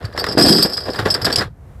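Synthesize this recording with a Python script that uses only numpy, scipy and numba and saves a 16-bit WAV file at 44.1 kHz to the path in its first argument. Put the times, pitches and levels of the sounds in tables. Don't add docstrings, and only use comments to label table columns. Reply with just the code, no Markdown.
import sys
import numpy as np
from scipy import signal
from scipy.io import wavfile
from scipy.ndimage import uniform_filter1d
from numba import njit

SR = 44100
rng = np.random.default_rng(int(sys.argv[2]) if len(sys.argv) > 2 else 0)


def unload_wav(signal):
    wavfile.write(
        sys.argv[1],
        SR,
        np.round(np.clip(np.atleast_2d(signal).T, -1, 1) * 32767).astype(np.int16),
    )


def attenuation_scalar(level_db):
    decades = np.asarray(level_db, float) / 20
    return 10 ** decades


N = 79380

# (time [s], peak level [dB], first ring [Hz], ring t60 [s])
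CLINKS = [(0.0511, -18, 4620, 0.036), (0.1357, -36, 4730, 0.094), (0.1753, -17, 5370, 0.09),
          (0.188, -11.5, 4460, 0.04), (0.1953, -12, 4620, 0.088), (0.239, -21, 5380, 0.066),
          (0.2658, -27, 4860, 0.059), (0.2863, -13.5, 5320, 0.086), (0.3218, -13, 4830, 0.062),
          (0.3768, -6, 4790, 0.06), (0.3862, -8, 4920, 0.2), (0.3943, -10, 5160, 0.088),
          (0.4223, -4, 5200, 0.18), (0.4594, -3.5, 4570, 0.049), (0.4821, -2.5, 4773, 0.23),
          (0.493, -1, 5180, 0.1), (0.519, -8, 4930, 0.083), (0.545, -8.5, 4690, 0.17),
          (0.563, -8, 5200, 0.092), (0.586, -7, 4880, 0.1), (0.625, 1.5, 4690, 0.08),
          (0.6958, -17.5, 4860, 0.12), (0.723, -18, 5270, 0.088), (0.733, -12, 4800, 0.13),
          (0.7694, -10.5, 4967, 0.11), (0.804, -19, 4880, 0.097), (0.835, -23.5, 4900, 0.19),
          (0.901, -21.5, 5250, 0.11), (0.9332, -15, 4560, 0.023), (0.9579, -18.5, 4840, 0.12),
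          (0.9932, -18, 4810, 0.046), (1.053, -19.5, 4770, 0.07), (1.0832, -20.5, 5390, 0.098),
          (1.1026, -3.5, 5215, 0.1), (1.1411, -3.5, 4757, 0.064), (1.217, -12.5, 4856, 0.075),
          (1.246, -6, 5035, 0.035), (1.251, 0.5, 4750, 0.045), (1.285, -21, 4730, 0.046),
          (1.3037, -17, 5270, 0.022), (1.318, -12.5, 5400, 0.015), (1.3257, -4, 4660, 0.04),
          (1.336, -11, 4670, 0.035), (1.3585, 6, 4970, 0.022), (1.375, -12, 4900, 0.03),
          (1.3834, -4.5, 4967, 0.052), (1.4076, -20, 4710, 0.046)]
# (frequency [Hz], level [dB], share of the ring t60 [1])
LINK_MODES = [(4880, 0, 0.72), (5270, -9, 0.99), (4690, -10.5, 0.81), (5043, -3, 0.74), (3280, -17.5, 0.32),
              (4247, -13, .25), (7590, -21.5, 0.28), (7908, -13, .55), (8140, -13.5, 0.63),
              (10800, -21.5, 0.86), (11650, -20.5, 0.94), (12724, -19, 0.45), (9300, -35.5, 0.29)]
# (time [s], loose rattle level [dB], drag over deck level [dB])
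CHAIN_MOTION = [(0, -57, -35.5), (.13, -63, -45.5), (.21, -43, -30), (.364, -34.5, -30), (.378, -20, -25),
                (.54, -18.5, -20), (.64, -25, -32.5), (.72, -46, -31.5), (.86, -42.5, -38),
                (1.0, -49.5, -28), (1.2, -56, -29.5), (1.3, -42, -27.5), (1.42, -72, -24.5),
                (1.49, -96, -48)]
# (centre [Hz], width [Hz], amount taken out [dB])
RING_GAPS = [(6350, 1000, -1.5), (9100, 800, -3)]
# (time [s], peak level [dB], brightness [dB], scrape length [s])
KNOCKS = [(0.023, -26.5, -12.5, 0.022), (0.041, -29.5, -5, 0.013), (0.125, -35.5, -1.5, 0.0096),
          (0.151, -20.5, -19, 0.011), (0.161, -32, 0, 0.012), (0.1755, -18, -2, 0.008),
          (0.194, -24, 0, 0.006), (0.214, -14.5, -46, 0.012), (0.2406, -14.5, 3.5, 0.0042),
          (0.2645, -12, -1, 0.004), (0.282, -11, -22.5, 0.022), (0.372, -0.5, -16, 0.029),
          (0.41, -8.5, -12, 0.0076), (0.445, -2.5, -21.5, 0.028), (0.483, -10, -9.5, 0.012),
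          (0.537, -22.5, -13.5, 0.0034), (0.583, -16, -6.5, 0.017), (.622, -11.5, -14.5, 0.017),
          (0.647, -6.5, -18.5, 0.015), (.775, -19, -5.5, 0.0066), (0.854, -16, -17, 0.027),
          (0.881, -12.5, -20.5, 0.016), (0.939, -25, -1.5, 0.022), (0.987, -9.5, -6.5, 0.015),
          (1.054, -1, -14, 0.017), (1.144, -18.5, -3, 0.014), (1.211, -21.5, -4, 0.0094),
          (1.243, -14.5, -7.5, 0.015), (1.264, -2.5, -12, 0.012), (1.299, -14, -10, 0.015),
          (1.378, -23.5, 2, 0.021), (1.406, -14, -4, 0.015)]
# (centre [Hz], width [Hz], level [dB])
DECK = [(130, 153, -4), (233, 100, -1), (347.7, 102, -2), (488, 61, 1), (683, 210, -7)]
# (centre [Hz], width [Hz], level [dB])
BEAM = [(870, 410, -6), (1206, 330, 4), (1364, 154, 7), (1639, 297, 3), (2026, 325, 0.5), (3605, 1350, -7),
        (6540, 10000, -22)]
# (time [s], level [dB], frequency [Hz])
THUDS = [(0.04, -6.5, 103.7), (.40, -9, 355), (.455, -10, 335), (.50, 4, 205), (.55, -10, 209),
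         (.625, -14, 210), (1.019, -11, 104), (1.09, -17.5, 89.5), (1.219, -9, 105.3), (1.373, -7.5, 114.5),
         (1.454, -17, 110), (1.501, -23, 130)]
# (time [s], level [dB], frequency [Hz])
TAPS = [(.149, -18, 600), (0.186, -15, 468), (.219, -15.5, 490), (0.241, -24, 1650), (0.267, -21, 1500),
        (.288, -23, 600), (0.351, -13.5, 366), (0.3729, -1.5, 340), (.381, -13, 450), (0.391, -4, 420),
        (.441, -4.5, 330), (.468, -6, 300), (0.504, -5.5, 260), (0.65, -9.5, 280), (.66, -17, 450),
        (0.091, -30, 417), (.71, -25, 220), (0.778, -14, 1640), (.884, -14, 584), (.897, -19, 420),
        (0.907, -15.5, 500), (1.305, -18, 600), (1.409, -19, 1500)]
# (centre [Hz], width [Hz], level [dB])
PLANKS = [(128, 30, -7.5), (205, 96, -4.5), (365.6, 153, -1.5), (439, 144, -3.5)]
# (start [s], full [s], hold [s], end [s])
FALL_S = (.372, .38, .56, .72)
# (start [s], full [s], hold [s], end [s])
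HUM_S = (.9, 1.0, 1.45, 1.58)
# (start [s], full [s], hold [s], end [s])
SLIDE_S = (.8, .9, 1.36, 1.44)
# (frequency [Hz], density [dB per Hz])
AIR_SPECTRUM = [(25, -15), (50, -0.5), (105, -3), (160, -24), (450, -23.5), (1600, -35), (2500, -49),
                (15000, -54)]
# (lowest [s], back at full
# level [s])
AIR_DIP_S = (1.53, 1.7)
# (start [s], end [s])
TOP_OPEN_S = [
    (0, .29),
    (.365, .40),
    (.86, 1.11),
    (1.16, 1.36),
    (1.46, 2),
]

BOUNCE_S, BOUNCE_DB = 0.006, -5
RATTLE_PER_S, RATTLE_T60_S, RATTLE_DB, RATTLE_SCATTER_DB = 200, 0.16, 0.5, 3
LINK_HZ, LINK_SPREAD = 4860, 0.02
MODE_SCATTER_DB, CONTACT_S = 3.5, 0.00071
SOFT_DULL = 0.27
TICK_DB, TICK_S = -16.5, 0.0062
DRAG_PER_S, DRAG_SCATTER_DB, DRAG_BEAM_DB = 660, 2.5, -15.5
THUD_T60_S, TAP_CYCLES = 0.081, 6
HUM_HZ, HUM_DB, FALL_DB = 113.7, -32.5, -14.5
SLIDE_DB, AIR_DB, AIR_DIP_DB = -52, -37, -8
ECHO_T60_S, ECHO_DB = 0.12, -13
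CLIP, SHELF_DB = 0.95, -5


def links():
    at, db, hz, t60 = np.array(CLINKS).T
    chance = rng.random((len(at), 2)).T
    out = strike(at, db - 4, hz, t60)
    for k in (1, 2):
        delay = BOUNCE_S * t60 / 0.078 * (k - 0.6 + chance[k - 1])
        bounce_hz = hz * (1 + 0.02 * (chance[2 - k] - 0.5))
        out = out + strike(at + delay, db - 5 + k * BOUNCE_DB, bounce_hz, t60)

    wait, size, pitch = rng.random((500, 3)).T
    at = np.cumsum(-np.log(wait + 1e-9)) / RATTLE_PER_S
    db = 20 * np.log10(motion_gain(at, 1)) + RATTLE_DB - RATTLE_SCATTER_DB * np.log(size + 0.051)
    db = np.where(at < 1.45, db, -150)
    hz = LINK_HZ * (1 + LINK_SPREAD * (2 * pitch - 1))
    return out + strike(np.minimum(at, 1.6), db, hz, np.full(len(at), RATTLE_T60_S))


def strike(at, db, hz, t60):
    out, tick = np.zeros(N), np.zeros(N)
    mode_hz, mode_db, mode_share = np.array(LINK_MODES).T
    upper = mode_hz > 6000
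    chance = rng.standard_normal((len(at), 2, len(mode_hz)))
    chance[:, :, 0] = 0
    ring_hz = mode_hz * (1 + np.where(upper, 0.02, 0.009) * chance[:, 0])
    ring_hz[:, 0] = hz
    dulling = SOFT_DULL * upper * (db[:, None] + 5)
    gain = attenuation_scalar(db[:, None] + mode_db + MODE_SCATTER_DB * chance[:, 1] + dulling)
    ring_t60 = np.clip(t60[:, None] * mode_share, 0.004, 1)
    ring(out, np.repeat(at, len(mode_hz)), ring_hz.ravel(), ring_t60.ravel(), gain.ravel(), CONTACT_S)

    np.add.at(tick, (at * SR).astype(int), attenuation_scalar(db + TICK_DB))
    tick = signal.lfilter([1], [1, -np.exp(-1 / (TICK_S * SR))], tick)
    tick = uniform_filter1d(tick, size=40) * rng.standard_normal(N)
    return out + resonate(tick, [(3760, 1400, 11.0), (7700, 3900, 2.5), (12000, 4000, -24.5)])


def motion_gain(t, column):
    m = np.array(CHAIN_MOTION)
    return attenuation_scalar(np.interp(t, m[:, 0], m[:, column], right=-90))


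def timber(t):
    low, high = np.zeros(N), np.zeros(N)
    chatter = grains(2200, 2.5)
    for at, db, bright_db, length in KNOCKS:
        u = np.clip(t - at, 0, 1) / max(length, 0.002)
        envelope = (t >= at) * np.exp(-u) * (1 - np.exp(-u * 9))
        blow = attenuation_scalar(db) * envelope * chatter
        blow[int(at * SR) + 20] += attenuation_scalar(db + 5.5)
        low = low + blow
        high = high + attenuation_scalar(bright_db) * blow
    drag = (t < 1.485) * motion_gain(t, 2) * grains(DRAG_PER_S, DRAG_SCATTER_DB)
    soft_drag = uniform_filter1d(drag, size=5)
    deck = resonate(attenuation_scalar(12.5) * low + attenuation_scalar(18) * drag, DECK)
    deck = resonate(deck, [(350, 1290, 0.0065)])
    return deck + resonate(attenuation_scalar(12.5) * high + attenuation_scalar(19.5 + DRAG_BEAM_DB) * soft_drag, BEAM)


def hull(t):
    out = np.zeros(N)
    at, db, hz = np.array(THUDS).T
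    ring(out, at, hz, np.full(len(at), THUD_T60_S), attenuation_scalar(db), 0.006)
    at, db, hz = np.array(TAPS).T
    ring(out, at, hz, TAP_CYCLES / hz, attenuation_scalar(db + 6), 0.0004)
    hum = resonate(grains(320, 2.34), [(HUM_HZ, 60, 0)])
    hum = set_rms(resonate(hum, [(HUM_HZ, 90, 0)]), HUM_DB)
    boom = set_rms(resonate(resonate(grains(350, 2.2), PLANKS), PLANKS), FALL_DB)
    hum_gain = np.interp(t, HUM_S, (0, 1, 1, 0))
    fall_gain = np.interp(t, FALL_S, (0, 1, 1, 0)) ** 2
    return out + hum_gain * hum + fall_gain * boom


def slide(t):
    hiss = resonate(rng.standard_normal(N), [(11500, 10000, 0)]) * attenuation_scalar(2.5 * walk(20))
    return np.interp(t, SLIDE_S, (0.1, 1, 1, 0)) * set_rms(hiss, SLIDE_DB)


def air(t):
    out = 0
    spectrum_hz, spectrum_db = np.array(AIR_SPECTRUM).T
    swell_db = np.interp(t, (0, *AIR_DIP_S), (0, AIR_DIP_DB, 0))
    for hz in 30 * 2 ** np.arange(0, 9.1, 0.5):
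        db = np.interp(np.log(hz), np.log(spectrum_hz), spectrum_db)
        db = db + 1.1 * walk(11.0) + (hz > 300) * swell_db
        band = [(hz, hz / 2, 0)]
        out = out + attenuation_scalar(db) * resonate(resonate(rng.standard_normal(N), band), band)
    return set_rms(out, AIR_DB)


@njit
def ring(out, at, hz, t60, gain, rise):
    rise_step = np.exp(-1 / (rise * SR))
    for k in range(len(at)):
        turn = np.exp((2j * np.pi * hz[k] - np.log(1000.) / t60[k]) / SR)
        phasor = gain[k] + 0j
        unrisen = 1.
        for i in range(int(at[k] * SR), min(len(out), int((at[k] + 1.2 * t60[k]) * SR))):
            unrisen *= rise_step
            out[i] += phasor.imag * (1 - unrisen)
            phasor *= turn


def resonate(x, peaks):
    out = 0
    for k, (hz, width, db) in enumerate(peaks):
        b, a = signal.iirpeak(hz, hz / width, fs=SR)
        out = out + (-1) ** k * attenuation_scalar(db) * signal.lfilter(b, a, x)
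    return out


def grains(per_s, scatter_db):
    when, sign, size = rng.random((3, N))
    impacts = (when < per_s / SR) * np.sign(sign - 0.5)
    return set_rms(impacts * attenuation_scalar(-scatter_db * np.log(size + 0.015)), 0)


def walk(rate):
    k = int(SR / rate)
    steps = np.repeat(rng.standard_normal(N // k + 1), k)
    return 0.54 * uniform_filter1d(uniform_filter1d(steps, k), k)[:N]


def set_rms(x, db):
    return x * attenuation_scalar(db) / np.sqrt(np.mean(x ** 2) + 1e-18)


def scene():
    t = np.arange(N) / SR
    near = links() + timber(t)
    for gap in RING_GAPS:
        near = near - resonate(near, [gap])
    near = near + slide(t)
    tail = rng.standard_normal(8000) * attenuation_scalar(-60 * t[:8000] / ECHO_T60_S)
    tail = attenuation_scalar(ECHO_DB) * tail / np.sqrt(np.sum(tail ** 2))
    echo = signal.fftconvolve(near, tail)[:N]
    return (near + echo + hull(t) + air(t))[None]


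def low_pass(x):
    return signal.sosfilt(signal.butter(12, 16300, fs=SR, output="sos"), x)


def record(dry):
    def cut(x, hz, kind, order):
        return signal.sosfilt(signal.butter(order, hz, kind, fs=SR, output="sos"), x)

    x = cut(dry, 45, "high", 2)
    x = cut(CLIP * np.tanh(x / CLIP), 15400, "low", 28)
    dull, top = cut(x, 13400, "low", 28), cut(x, 13400, "high", 28)
    t = np.arange(N) / SR
    is_open = sum((t >= start) & (t < end) for start, end in TOP_OPEN_S)
    top_gain = uniform_filter1d(is_open * 1.0, size=400)
    mix = dull + top_gain * attenuation_scalar(SHELF_DB) * top
    return low_pass(mix / max(1, np.abs(mix).max()))


dry = scene()
out = record(dry)
unload_wav(out)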